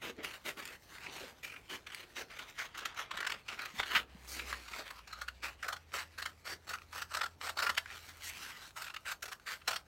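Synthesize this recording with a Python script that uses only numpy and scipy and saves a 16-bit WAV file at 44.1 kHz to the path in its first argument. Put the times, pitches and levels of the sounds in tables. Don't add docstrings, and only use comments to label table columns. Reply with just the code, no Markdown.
import sys
import numpy as np
from scipy import signal
from scipy.fft import rfft, irfft, next_fast_len
from scipy.io import wavfile
from scipy.ndimage import uniform_filter1d, map_coordinates

SR = 44100
rng = np.random.default_rng(int(sys.argv[2]) if len(sys.argv) > 2 else 0)


def generate_wav(sig):
    pcm = np.round(np.clip(np.atleast_2d(sig).T, -1, 1) * 32767).astype(np.int16)
    wavfile.write(sys.argv[1], SR, pcm)


N = 435266

# frequency in Hz, relative level per Hz in dB.
ROOM_TONE = [(25, -10), (35, 14), (66, 19), (211, 7), (800, 3), (1620, -7.5), (4360, -19), (5740, -19),
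             (10000, -23), (14600, -23), (15900, -40)]
LOOSE_RASP = [(290, -57.5), (620, -52), (742, -8), (957, 1), (1420, 8.5), (2050, 11.5), (2950, 8.5),
              (8000, -31), (12500, -70)]
DEEP_RASP = [(240, -70), (400, -15), (636, -3.5), (950, -5), (1370, 5.5), (2170, -11), (4440, -15),
             (6150, -27), (8000, -33), (12500, -80)]
SHEET_RUSTLE = [(290, -69), (500, -25), (728, -7.5), (1300, 3), (2370, 2.5), (3000, 1), (10000, -32),
                (14000, -65)]
SHEET_HISS = [(2350, -52), (4000, 0), (5400, -4), (6240, -1), (8600, -7), (12000, -5.5), (15900, -9.5)]
SHEET_FLUTTER = [(59, -26), (100, -5.5), (378, 5.5), (642, -1.5), (1000, -10.5), (1300, -41), (2200, -120)]
# centre in Hz, width in Hz, lift in dB.
BLADE_RESONANCES = [(1290, 1300, 1), (2700, 960, -2.5), (2850, 64, 5), (4450, 180, 4.5), (5440, 350, 5.5),
                    (6350, 900, -0.5), (7950, 430, 4)]
MICROPHONE_EQ = [(9560, 550, 2.5), (10470, 700, -6)]
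# time in seconds, rustle level in dB, hiss in dB relative to the rustle.
SLIDING = [(0, -69, -12), (.8, -72, -1), (.91, -62.5, -5.5), (1.02, -59, -9), (1.08, -52, -15),
           (1.15, -56.5, -6), (1.165, -51, -9), (1.24, -48.5, -10.5), (1.28, -57.5, -10.5), (1.42, -73, -6),
           (2.05, -67.5, -6), (2.55, -63.5, -12), (3, -58.5, -37), (3.45, -65, -13), (3.75, -58, -9),
           (3.99, -48.5, -16), (4.05, -66.5, -17), (4.27, -63.5, -5.5), (4.29, -57, 6), (4.36, -48.5, -5.5),
           (4.41, -48, -9), (4.62, -56, -10), (5, -67.5, -9.5), (7.8, -73.5, -1.5), (7.92, -50, -15),
           (8, -57, -5), (8.02, -62, -4), (8.225, -57, -6.5), (8.245, -54, 4), (8.295, -52.5, 1.5),
           (8.31, -55, -7.5), (8.42, -49.5, -5), (8.52, -55, -9.5), (8.68, -57, -5), (8.72, -77, 0.5),
           (9.87, -72.5, -8)]
# time in seconds, depth from 0 (loose edge) to 1.
BLADE_DEPTH = [(0, 0.08), (2, 0.01), (3, 0.56), (3.5, 0.77), (4, 0.09), (4.8, 1), (7.8, 1), (8.2, 0.97),
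               (8.7, 0.96), (9.87, 0.72)]
# frequency in Hz, seconds to fall by 60 dB.
ROOM_DECAY = [(300, 0.4), (2000, 0.094), (10000, 0.15)]
# start in seconds, length in seconds, rasp level in dB, rise from middle to end
# in dB, hiss and flutter in dB relative to the rasp, resonance in Hz, its lift in dB, jerkiness 0 to 1.
BLADE_STROKES = [(0.008, 0.09, -46, -1.5, -14, -3.5, 6400, 5, 0.5),
                 (0.168, 0.051, -58, -1, -35, 4, 8960, -9, 0.1),
                 (0.221, 0.14, -50, -6, -9, -11, 2840, 4.5, 0.5),
                 (0.44, 0.059, -43, 1, -9.5, -9.5, 8500, 1, 0.5),
                 (0.56, 0.19, -52.5, -6.5, -12.5, -10.5, 8910, 1, 0.8),
                 (1.421, 0.17, -60, -8, -7.5, -3.5, 2400, 11, 0.4),
                 (1.68, 0.078, -49.5, 2.5, -10.5, -8, 3030, 10.5, 0),
                 (1.853, 0.18, -56, 1.5, -17, -11, 9000, 4, 1),
                 (2.146, 0.074, -44.0, -2.5, -14.5, -17.5, 6000, 9.5, 0),
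                 (2.283, 0.15, -54, 3, -18.5, -23, 2700, 0, 1),
                 (2.573, 0.086, -43.5, -5.5, -17, -27, 6440, 8, 0),
                 (2.738, 0.16, -53, -3, -20, -17, 6500, 6, 0.95),
                 (2.952, 0.079, -46, -1, -16.5, -22, 6230, 7, 0),
                 (3.104, 0.24, -51.5, 4, -24, -16, 7000, 4, 0.8),
                 (3.475, 0.073, -49, -5.5, -21, -13, 5860, 9, 0),
                 (3.568, 0.098, -48, -1, -27, -21, 3830, 1, 0.6),
                 (3.785, 0.057, -51, -24, -16, -9, 3600, 9, 0.5),
                 (3.897, 0.087, -40, 5, -17.5, -44, 3050, 5.5, 0.25),
                 (4.699, 0.11, -51, 5.5, -9.5, -12, 5300, -0.5, 0.23),
                 (4.883, 0.11, -59, -1, -9, -27, 1050, 9, 0.94),
                 (5.069, 0.16, -55.5, -1, -17, -35, 4160, 7.5, 0.99),
                 (5.416, 0.076, -43, -5, -11, -20, 2480, 6.5, 0.35),
                 (5.62, 0.12, -50, 0.5, -16, -21, 1290, 5.5, 0.95),
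                 (5.922, 0.096, -41.5, -2, -11.5, -23.5, 7840, 5.5, 0.06),
                 (6.168, 0.13, -49.5, -8, -10.5, -22, 1290, 0, 0.89),
                 (6.439, 0.095, -48.5, 0.5, -5, -14, 4590, 8.5, 0.07),
                 (6.664, 0.091, -45.5, -3, -10, -23, 1086, -3, 0.76),
                 (6.909, 0.11, -46, 3.5, -9, -23, 1084, 2, 0.73),
                 (7.096, 0.15, -44.5, 4, -15.5, -25, 8300, 8, 0.92),
                 (7.398, 0.097, -43.5, 6, -11, -24, 8140, 7, 0.5),
                 (7.553, 0.15, -40, 0, -12, -22, 4180, 1, 0.91),
                 (8.751, 0.15, -51, -5, -7.5, -29, 8200, 5.5, 0.4),
                 (9.044, 0.081, -45.5, -0.5, -10.5, -35, 7900, 6.5, 0),
                 (9.223, 0.097, -50.5, -1.5, -9, -18, 5570, 1, 0.95),
                 (9.452, 0.091, -46.5, 0, -11.5, -26.5, 7360, 6.5, 0),
                 (9.666, 0.1, -40, -8.5, -12.5, -28, 5600, 5, 0.66)]
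# time in seconds, strength in dB, treble in dB relative to that strength.
FIBRE_SNAPS = [(0.0179, -36, -28), (0.247, -23.5, -9), (0.6544, -31.5, 3), (0.6754, -32.5, 2),
               (0.951, -42, -12), (0.9837, -36, -17), (1.09, -40, -21), (1.097, -34, -22),
               (1.947, -23.5, -5), (2.946, -39, -6), (3.1556, -33, -10), (3.592, -26.5, -16),
               (3.619, -40, 6), (4.528, -19, -34), (5.919, -36.5, -12), (6.786, -35, -20),
               (6.819, -36, -18), (7.4129, -22.5, -34), (7.8589, -27, -30), (7.903, -33, -23),
               (8.707, -44, -8), (9.398, -41, -13)]
BLADE_SLIPS = [(0.309, -36, -14), (0.337, -38, -10), (1.065, -33.5, -34), (1.433, -37, -7),
               (1.446, -32, -6), (1.475, -43, -15), (1.499, -42, -15), (1.524, -43, -18), (1.54, -42, -18),
               (1.562, -36.5, -29), (1.868, -32.5, -12), (1.903, -40, -20), (1.921, -34, -14),
               (1.932, -37, -18), (2.39, -29, -13), (2.587, -33, -25), (2.747, -35.5, -15),
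               (2.777, -30.5, -5), (2.79, -33, -7), (2.806, -42, -10), (2.855, -20, -9.5),
               (2.991, -25.5, -16), (3.112, -23, -18), (3.172, -24, -13), (3.186, -36, -16),
               (3.205, -23, -10), (3.227, -30, -18), (3.248, -27, -19), (3.269, -17.5, -11),
               (3.3, -22.5, -12), (3.32, -23, -13), (3.484, -29.5, -13), (3.592, -34, -25),
               (3.655, -29.5, -5), (3.785, -28, -12), (3.798, -15.5, -25), (3.831, -22, -24),
               (3.952, -12, -21), (3.961, -16, -32), (4.394, -26, -24), (4.538, -32, -29),
               (4.682, -33.5, -13), (4.734, -29, -28), (4.906, -30, -12), (5.075, -36.5, -8),
               (5.13, -31, -10), (5.216, -23, -12.5), (5.283, -23.5, -13), (5.629, -25.5, -13),
               (5.644, -35, -12), (5.684, -21.5, -7.5), (5.727, -21.5, -14), (5.764, -29.5, -18),
               (6.182, -31, -14.5), (6.223, -23.5, -12), (6.258, -21, -12), (6.693, -33, -1),
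               (6.736, -25.5, -12), (6.929, -33, -18), (7.021, -27, -15), (7.138, -25.5, -10),
               (7.149, -21.5, -7), (7.17, -21, -12), (7.213, -17, -25), (7.235, -26, -18), (7.26, -23, -18),
               (7.49, -38, -12.5), (7.574, -28, -24), (7.589, -17.5, -15), (7.6, -22, -15),
               (7.624, -24, -25), (7.666, -17.5, -16), (7.696, -17.5, -16), (7.748, -30, -9),
               (7.769, -26, -18), (7.778, -10, -14), (8.765, -38, -14), (8.819, -29, -8), (8.843, -32, -7),
               (8.867, -32, -21), (8.88, -32, -25), (8.9, -31, -32), (8.942, -28, -10), (8.964, -25.5, -13),
               (9.117, -27.5, -8), (9.226, -24.5, -4), (9.257, -33, -7), (9.282, -34, -14),
               (9.318, -28, -11), (9.327, -26.5, -10.5), (9.617, -39.5, -35), (9.678, -20.5, -4.5),
               (9.711, -35, -10), (9.732, -23, -23), (9.761, -23, -11)]
# start in seconds, level in dB, pitch in Hz.
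THUDS = [(0.186, -31, 283), (1.236, -32, 500), (3.74, -35.5, 210), (3.791, -31.5, 90),
         (3.962, -35, 165), (4.15, -33, 193)]
# time in seconds, pitch in Hz, level in dB.
HUM_PATH = [(3.7, 60.3, -92), (3.78, 64.4, -66), (4.55, 63.2, -54), (4.78, 51, -72), (5.22, 61, -60.5),
            (5.56, 63.4, -62), (5.62, 66, -63), (5.71, 81.5, -64.5), (8.34, 83, -66), (8.499, 75, -91)]

ROOM_TONE_DB, REVERB_DB, TOP_HZ = -66, -11.5, 15850
ATTACK_S, RELEASE_DB_PER_S = 0.02, 724
CLUMP_SMOOTH_DB, CLUMP_JERKY_DB = 1.5, 3
CRINKLE_DB, CRINKLE_KNOTS_PER_S = 6, 490
SLIDE_FLUTTER_DB, HELD_FLUTTER_DB = -6, -12
SMOOTH_GRIP = 0.42
STICK_S, STICK_DB = 0.017, -11
SLIP_S, SLIP_LEAD_S = 0.0065, 0.0032
CRACK_LOW_HZ = 770


def amp(db):
    return 10 ** (np.asarray(db) / 20)


def unit(x):
    return x / np.sqrt(np.mean(x ** 2) + 1e-20)


def even(x):
    return x / np.sqrt(np.abs(uniform_filter1d(x ** 2, size=round(SLIP_S * SR))) + 1e-20)


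def along(points, hz):
    knots_hz, values = np.transpose(points)
    return np.interp(np.log(hz + 1), np.log(knots_hz + 1), values)


def curves(rows):
    times, *columns = np.transpose(rows)
    return [np.interp(np.arange(N) / SR, times, column) for column in columns]


def wobble(rate):
    return map_coordinates(rng.standard_normal(int(N * rate / SR) + 4), [np.arange(N) * rate / SR])


def lifted(resonances, hz):
    return sum(db / (1 + (2 * (hz - centre) / width) ** 2) for centre, width, db in resonances)


def filtered(x, response):
    size = next_fast_len(N + SR // 2)
    return irfft(rfft(x, size) * response(np.fft.rfftfreq(size, 1 / SR)), size)[..., :N]


def coloured(x, spectrum, resonances=()):
    return unit(filtered(x, lambda hz: amp(along(spectrum, hz) + lifted(resonances, hz))))


def room_tone():
    return amp(ROOM_TONE_DB + 0.38 * wobble(2.7)) * coloured(rng.standard_normal(N), ROOM_TONE)


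def fibres(grain_db=2.0):
    return amp(grain_db * wobble(900)) * rng.standard_normal(N)


def paper():
    slide_db, slide_hiss_db = curves(SLIDING)
    depth = np.clip(curves(BLADE_DEPTH)[0], 0, 1)
    stroke_rasp, stroke_hiss, stroke_flutter, jerky = strokes()
    slip, slip_treble, stuck = slips()
    snap, snap_treble = snaps()
    tear = fibres()

    clump_db = CLUMP_SMOOTH_DB + (CLUMP_JERKY_DB - CLUMP_SMOOTH_DB) * jerky
    clumps = amp(clump_db * wobble(90) + STICK_DB * jerky * stuck)
    crinkle_peaks = np.clip(wobble(CRINKLE_KNOTS_PER_S) - 1.2, 0, 1.4)
    crinkles = amp(CRINKLE_DB * crinkle_peaks + 2.95 * wobble(30))
    slide_flutter = amp(slide_db + SLIDE_FLUTTER_DB + HELD_FLUTTER_DB * depth)

    grip = depth * np.clip(SMOOTH_GRIP + (1 - SMOOTH_GRIP) * jerky, 0, 1)
    rasp_noise = np.sqrt(1 - grip) * coloured(tear, LOOSE_RASP)
    rasp_noise += np.sqrt(grip) * coloured(tear, DEEP_RASP, BLADE_RESONANCES)
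    hiss_noise = np.sqrt(1 - depth) * coloured(tear, SHEET_HISS)
    hiss_noise += np.sqrt(depth) * coloured(tear, SHEET_HISS, BLADE_RESONANCES)

    rasp = clumps * stroke_rasp * unit(rasp_noise)
    cracks = amp(3) * (slip + snap) * even(rasp_noise)
    cracks = filtered(cracks, lambda hz: (1j * hz / (CRACK_LOW_HZ + 1j * hz)) ** 2)
    cracks += (slip_treble + snap_treble) * even(hiss_noise)
    rustle = crinkles * amp(slide_db) * coloured(tear, SHEET_RUSTLE)
    hiss = (clumps * stroke_hiss + crinkles * amp(slide_db + slide_hiss_db)) * hiss_noise
    flutter = clumps * (stroke_flutter + slide_flutter) * coloured(tear, SHEET_FLUTTER)
    return bending(rasp + cracks + rustle + hiss + flutter)


def bending(x, patchy_db=2.5, relative_width=0.085):
    hz, t, spectrum = signal.stft(x, SR, nperseg=512)
    patches = uniform_filter1d(rng.standard_normal(spectrum.shape), size=5, axis=0)
    patches = uniform_filter1d(patches, size=14, axis=1)
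    gain_db = patchy_db * unit(patches)
    for start, length, *_, centre_hz, lift_db, _ in BLADE_STROKES:
        bell_db = lifted([(centre_hz, relative_width * centre_hz, lift_db)], hz)
        gain_db += np.outer(bell_db, (t >= start) & (t < start + length + ATTACK_S))
    return signal.istft(spectrum * amp(gain_db), SR, nperseg=512)[1][:N]


def reverb(x, predelay_samples=200):
    out, step = np.zeros(N + SR), SR // 4
    for start in range(0, N, step):
        hz, t, noise = signal.stft(rng.standard_normal(SR // 2), SR, nperseg=256)
        decay = amp(-60 * t / along(ROOM_DECAY, hz)[:, None])
        tail = signal.istft(noise * decay, SR, nperseg=256)[1]
        wet = signal.fftconvolve(x[start:start + step], tail / np.linalg.norm(tail))
        out[start + predelay_samples:][:len(wet)] += wet
    return out[:N]


def strokes():
    layers, jerky, t = np.zeros((3, N)), np.zeros(N), np.arange(N) / SR
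    for start, length, db, rise_db, hiss_db, flutter_db, _, _, jerkiness in BLADE_STROKES:
        span = slice(round(start * SR), round((start + length + 0.05) * SR))
        age = t[span] - start
        attack = np.clip(age / ATTACK_S, 0, 1) ** 2
        drift_db = rise_db * (2 * np.minimum(age / length, 1) - 1)
        release_db = RELEASE_DB_PER_S * np.maximum(age - length, 0)
        envelope = attack * amp(db + drift_db - release_db)
        layers[:, span] += amp([[0], [hiss_db], [flutter_db]]) * envelope
        jerky[span] = np.clip(jerkiness, 0, 1)
    return *layers, jerky


def snaps(t60_s=0.018, trim_db=-13.5):
    out, t = np.zeros((2, N + SR)), np.arange(SR // 20) / SR
    for start, db, treble_db in FIBRE_SNAPS:
        envelope = amp(db + trim_db - 60 * t / t60_s)
        out[:, round(start * SR):][:, :len(t)] += envelope * amp([[0], [treble_db]])
    return out[:, :N]


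def thuds(attack_s=0.004, t60_s=0.027):
    out, t = np.zeros(N + SR), np.arange(SR // 5) / SR
    for start, db, hz in THUDS:
        envelope = amp(db - 60 * t / t60_s) * (1 - np.exp(-t / attack_s))
        out[round(start * SR):][:len(t)] += envelope * np.sin(2 * np.pi * hz * t)
    return out[:N]


def slips(half_width=0.73, squareness=1.6, trim_db=-15.5):
    body, treble, stuck = np.zeros((3, N + SR))
    progress = np.arange(SR // 10) / SR / SLIP_S
    burst = np.exp(-np.abs((progress - 1) / half_width) ** squareness)
    stick = np.hanning(round(STICK_S * SR))
    for time, db, treble_db in BLADE_SLIPS:
        start = round((time - SLIP_LEAD_S) * SR)
        envelope = amp(db + trim_db) * burst
        body[start:][:len(burst)] += envelope
        treble[start:][:len(burst)] += amp(treble_db) * envelope
        stuck[start - len(stick) * 3 // 4:][:len(stick)] += stick
    return body[:N], treble[:N], stuck[:N]


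def hum():
    hz, db = curves([(0, 62, -90), *HUM_PATH, (8.7, 64, -90)])
    level = amp(db + 0.69 * wobble(13))
    return np.sqrt(2) * level * np.sin(2 * np.pi * np.cumsum(hz) / SR)


def scene():
    near = paper() + thuds()
    return (near + amp(REVERB_DB) * reverb(near) + hum() + room_tone())[None]


def record(dry):
    return filtered(dry, lambda hz: amp(lifted(MICROPHONE_EQ, hz)) * (hz < TOP_HZ))


dry = scene()
out = record(dry)
generate_wav(out)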